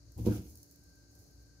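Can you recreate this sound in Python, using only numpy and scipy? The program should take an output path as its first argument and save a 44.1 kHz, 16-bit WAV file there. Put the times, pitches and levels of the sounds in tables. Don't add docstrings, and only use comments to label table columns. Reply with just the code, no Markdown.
import sys
import numpy as np
from scipy import signal
from scipy.fft import rfft, irfft
from scipy.io import wavfile
from scipy.ndimage import uniform_filter1d

SR = 44100
rng = np.random.default_rng(int(sys.argv[2]) if len(sys.argv) > 2 else 0)


def log_audio(samples):
    frames = np.atleast_2d(samples).T
    limited = np.clip(frames, -1, 1)
    pcm = np.round(limited * 32767).astype(np.int16)
    wavfile.write(sys.argv[1], SR, pcm)


N = 70560
TIME = np.arange(N) / SR
BINS = np.fft.rfftfreq(N, 1 / SR)


def basket_knocks(muffle_hz=575, muffle_db=-10):
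    # start in seconds, level in dB, contact time in milliseconds.
    roll_hits = [(0.1644, -23.5, 9.9), (0.1909, -28, 3.24), (0.1995, -28, 4.3), (0.2063, -18, 6.5),
                 (0.216, -20, 6.6), (.2521, -25.5, 3.25), (.2659, -25.5, 1.25), (.2742, -14, 2.57),
                 (.2847, -27, 1.1), (.292, -27, 4), (0.3021, -27, 8), (.312, -30, 1.82), (0.3237, -38, 2.6),
                 (0.3483, -30, 3.12), (0.3663, -43, 1.17), (0.3929, -33, 3.25), (0.4243, -32, 4.8),
                 (.4561, -39, 3.23)]
    hand_hits = [(0.095, -31, 19), (1.178, -37.5, 13)]
    # pitch in Hz, level in dB, seconds to fade by 60 dB, left over right in dB.
    modes = [(76.2, -13, 0.41, 1.7), (114.6, -8, 0.21, 3), (181, -8.5, 0.34, 0), (208.7, -10, .28, 1),
             (231.8, -3.5, 0.1, -2.5), (301.7, -6.5, 0.32, -5.5), (326.2, -10, 0.24, -2),
             (362.3, 4.5, 0.067, -3.5), (462.2, -5.5, .13, -10), (491, 0.1, 0.04, -9),
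             (627.3, -5, 0.16, -6), (780, -12, 0.18, 6), (934.6, 6, 0.048, 9), (1480, -11, 0.26, 23)]
    force = np.zeros(N)
    for start, db, contact_ms in roll_hits + hand_hits:
        age = np.maximum(TIME - start, 0) * 4000 / contact_ms
        pulse = age ** 2 * np.exp(-np.minimum(age, 60))
        force += amp(db) * pulse / pulse.sum()
    muffle = amp(muffle_db * (1 - 1 / (1 + (BINS / muffle_hz) ** 20)))
    ring = sum(pan(side_db) * amp(db - 60 * TIME / t60) * np.cos(2 * np.pi * hz * TIME)
               for hz, db, t60, side_db in modes)
    return -irfft(rfft(force) * muffle * rfft(ring), N)


def skin_scrape():
    # time in seconds, level in dB.
    slide_levels = [(0, -108), (.168, -108), (.185, -59), (.24, -68.5), (.255, -54), (.261, -45),
                    (.29, -51.5), (.35, -53), (.378, -54.5), (.41, -64.5), (.47, -66.5), (.56, -87),
                    (.7, -110)]
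    rumble_levels = [(0, -99), (.165, -69), (.185, -43), (.22, -52.5), (.275, -40), (.34, -47), (.39, -58),
                     (.43, -63), (.5, -67), (.65, -73)]
    # frequency in Hz, relative noise density in dB.
    crust_spectrum = [(200, 13.5), (700, 8.5), (1050, -8), (1300, -4), (1850, -7), (2400, 2), (3500, -1),
                      (6500, 1), (8000, -9), (11500, 0.5), (15500, -2)]
    rumble_spectrum = [(45, -42), (90, 8), (135, 1.5), (340, -2), (520, -13.5), (600, -26.5), (770, -10.5),
                       (850, -21), (980, -13.5), (1200, -38), (3000, -46)]
    crackle = colour(grains(per_s=8300, spread_db=1.5), crust_spectrum)
    sliding = level(slide_levels) * flutter(depth_db=1.1, rate_hz=79.4) * crackle
    return sliding + level(rumble_levels) * noise(rumble_spectrum)


def grate_rasp(centre_s, width_s, hz, width_hz, db):
    slips = resonate(grains(per_s=1200, spread_db=2.0), hz, width_hz)
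    swell = np.exp(-((TIME - centre_s) / width_s) ** 2)
    return amp(db) * slips * swell


def finger_rustle():
    # time in seconds, level in dB.
    rub_levels = [(0, -107), (.1, -80), (.168, -70.5), (.183, -60.5), (.225, -63), (.3, -64), (.355, -54.5),
                  (.42, -66), (.47, -64), (.498, -60.5), (.535, -65.5), (.58, -63), (.61, -64.5),
                  (.69, -66), (.78, -72), (.95, -74), (1.08, -80), (1.13, -70), (1.22, -66.5), (1.3, -75.5),
                  (1.44, -76.5), (1.6, -85)]
    # frequency in Hz, relative noise density in dB.
    flake_spectrum = [(500, -19), (3200, -26), (5000, 0.5), (6500, 7.5), (8000, -3.5), (10000, 4),
                      (12500, 5), (15500, 2.5)]
    rubbing = level(rub_levels) * flutter(depth_db=1.8, rate_hz=59.6)
    return rubbing * colour(grains(per_s=9000, spread_db=1.5), flake_spectrum)


def crumb_ticks(rise_s=0.0005, fall_s=0.0025):
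    # start in seconds, level in dB.
    snaps = [(0.12, -52.5), (.178, -53), (0.261, -47), (0.4946, -58), (.511, -56), (0.555, -44.5),
             (0.573, -47.5), (0.6153, -62), (.63, -43.5), (0.711, -48.5), (0.7218, -53), (.7587, -52),
             (0.8377, -55), (0.956, -60), (1.1116, -59), (1.152, -55), (1.201, -59), (1.3106, -59),
             (1.4282, -62)]
    # frequency in Hz, relative noise density in dB.
    snap_spectrum = [(3000, -21), (4500, -2.5), (6000, 5), (8000, 0.5), (15500, 6)]
    bursts = np.zeros(N)
    for start, db in snaps:
        age = np.maximum(TIME - start, 0)
        bursts += amp(db) * np.minimum(age / rise_s, 1) * np.exp(-age / fall_s)
    return colour(bursts * rng.standard_normal((2, N)), snap_spectrum)


def hand_rumble():
    # time in seconds, level in dB.
    hand_levels = [(0, -65), (.1, -54), (.14, -63.5), (.18, -43.5), (.42, -59.5), (.58, -58), (.67, -68.5),
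                   (.8, -63), (1.08, -67), (1.19, -58.5), (1.28, -62), (1.42, -61), (1.6, -70.5)]
    # frequency in Hz, relative noise density in dB.
    housing_spectrum = [(40, -32.5), (58, 0.5), (68, 2.5), (80, 3.5), (96, -2), (112, 9), (135, -18),
                        (170, -22), (210, -35), (300, -15), (600, -29.5), (1500, -48)]
    return level(hand_levels) * noise(housing_spectrum)


def reflections(x, build_s=0.018):
    # frequency in Hz, seconds to fade by 60 dB.
    decay_times = [(100, 0.43), (500, 0.29), (2000, 0.34), (12000, 0.14)]
    hz, t, bands = signal.stft(rng.standard_normal((2, N)), SR, nperseg=512)
    decay = amp(-60 * t / read(decay_times, hz)[:, None])
    tail = signal.istft(bands * decay, SR, nperseg=512)[1][:, :N]
    tail *= np.minimum(TIME / build_s, 1)
    tail = colour(tail, [(1, 0), (SR, 0)])
    return signal.fftconvolve(x, tail / np.linalg.norm(tail[0]), axes=1)[:, :N]


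def low_hum():
    # pitch in Hz, level in dB, waver in Hz, left over right in dB.
    hum_tones = [(113, -75.5, 2.3, 7.5), (286.4, -73, 2.4, -7), (580, -85.5, 2.94, -9)]
    # time in seconds, level of the deepest tone in dB.
    drone_levels = [(0, -61), (.4, -49.5), (.68, -78.5), (.82, -62.5), (1.1, -68.5), (1.24, -73),
                    (1.35, -58.5), (1.6, -61.5)]
    steady = sum(amp(db) * pan(side_db) * tone(hz, waver) for hz, db, waver, side_db in hum_tones)
    return steady + level(drone_levels) * pan(db=1.5) * tone(hz=57, waver_hz=0.46)


def thin_whine(pitch_hz=1568):
    # time in seconds, level in dB.
    whine_levels = [(0, -94), (.7, -92), (.82, -85.5), (.87, -80), (1.03, -77.5), (1.1, -85), (1.18, -80),
                    (1.25, -90.5), (1.31, -83.5), (1.37, -86.5), (1.43, -81.5), (1.6, -77.5)]
    # pitch in Hz, level in dB, waver in Hz, left over right in dB.
    high_tones = [(6140, -86.5, 13, 14), (6670, -84, 8.6, -10)]
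    blur = resonate(rng.standard_normal((2, N)), pitch_hz, width_hz=61)
    whine = level(whine_levels) * (tone(pitch_hz, waver_hz=13.7) + blur)
    high = sum(amp(db) * pan(side_db) * tone(hz, waver) * flutter(depth_db=3.5, rate_hz=13)
               for hz, db, waver, side_db in high_tones)
    return whine + high


def room_tone(db=-67):
    # frequency in Hz, relative noise density in dB.
    floor_spectrum = [(25, -52), (60, 1), (110, 0), (165, 4), (200, -8.5), (300, -8), (600, -13),
                      (900, -21), (1400, -18), (1900, -21.5), (3500, -29.5), (4300, -10), (6800, -15.5),
                      (7600, -22.5), (12000, -27), (15500, -32.5)]
    # frequency in Hz, left over right in dB.
    balance = [(60, 10), (200, -0.5), (420, -15.5), (620, -7), (900, -0.5), (3000, 0), (5000, 5),
               (12000, 4)]
    return amp(db) * irfft(rfft(noise(floor_spectrum)) * pan(read(balance, BINS)), N)


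def amp(db):
    return 10 ** (np.asarray(db) / 20)


def unit(x):
    return x / np.sqrt(np.mean(x ** 2) + 1e-20)


def read(points, hz):
    frequencies, values = np.transpose(points)
    return np.interp(np.log(hz + 1), np.log(frequencies + 1), values)


def level(points):
    return amp(np.interp(TIME, *np.transpose(points)))


def pan(db):
    return amp(np.array([[.5], [-.5]]) * db)


def colour(x, spectrum):
    # frequency in Hz, correlation of left and right.
    likeness = [(100, 0.9), (300, 1), (600, 0.41), (1200, -0.21), (5000, -0.075), (15000, -0.042)]
    left, unrelated = rfft(x)
    shared = np.clip(read(likeness, BINS), -1, 1)
    right = shared * left + np.sqrt(1 - shared ** 2) * unrelated
    gain = unit(amp(read(spectrum, BINS)))
    return irfft(np.array([left, right]) * gain, N)


def noise(spectrum):
    return unit(colour(rng.standard_normal((2, N)), spectrum))


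def grains(per_s, spread_db):
    size = amp(spread_db * np.minimum(rng.exponential(1, N), 5))
    breaks = rng.random(N) < per_s / SR
    return unit(size * breaks * rng.standard_normal((2, N)))


def tone(hz, waver_hz):
    pitch = hz + waver_hz * unit(uniform_filter1d(rng.standard_normal(N), size=900))
    return np.sqrt(2) * np.sin(2 * np.pi * (np.cumsum(pitch) / SR + rng.random()))


def resonate(x, hz, width_hz):
    return unit(irfft(rfft(x) / (1 + ((BINS - hz) / width_hz) ** 4), N))


def flutter(depth_db, rate_hz):
    return amp(depth_db * resonate(rng.standard_normal(N), 0, rate_hz))


def scene():
    settle = grate_rasp(centre_s=0.32, width_s=0.043, hz=1424, width_hz=232, db=-58.5)
    nudge = grate_rasp(centre_s=1.233, width_s=0.12, hz=530, width_hz=300, db=-74.5)
    thump = basket_knocks()
    crisp = skin_scrape() + settle + nudge + finger_rustle() + crumb_ticks()
    tail = reflections(amp(-17.5) * thump + amp(-11) * crisp)
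    return thump + crisp + tail + hand_rumble() + room_tone() + low_hum() + thin_whine()


def record(dry):
    bass_cut_hz, treble_cut_hz = 40, 15650
    thinned = signal.sosfilt(signal.butter(2, bass_cut_hz, "highpass", fs=SR, output="sos"), dry)
    steeper_cut = 1 - 1 / (1 + (BINS / bass_cut_hz) ** 4)
    thinned = irfft(rfft(thinned) * steeper_cut, N)
    lowpass = signal.firwin(511, treble_cut_hz, window=("kaiser", 9), fs=SR)
    return signal.oaconvolve(thinned, lowpass[None], "same")


dry = scene()
out = record(dry)
log_audio(out)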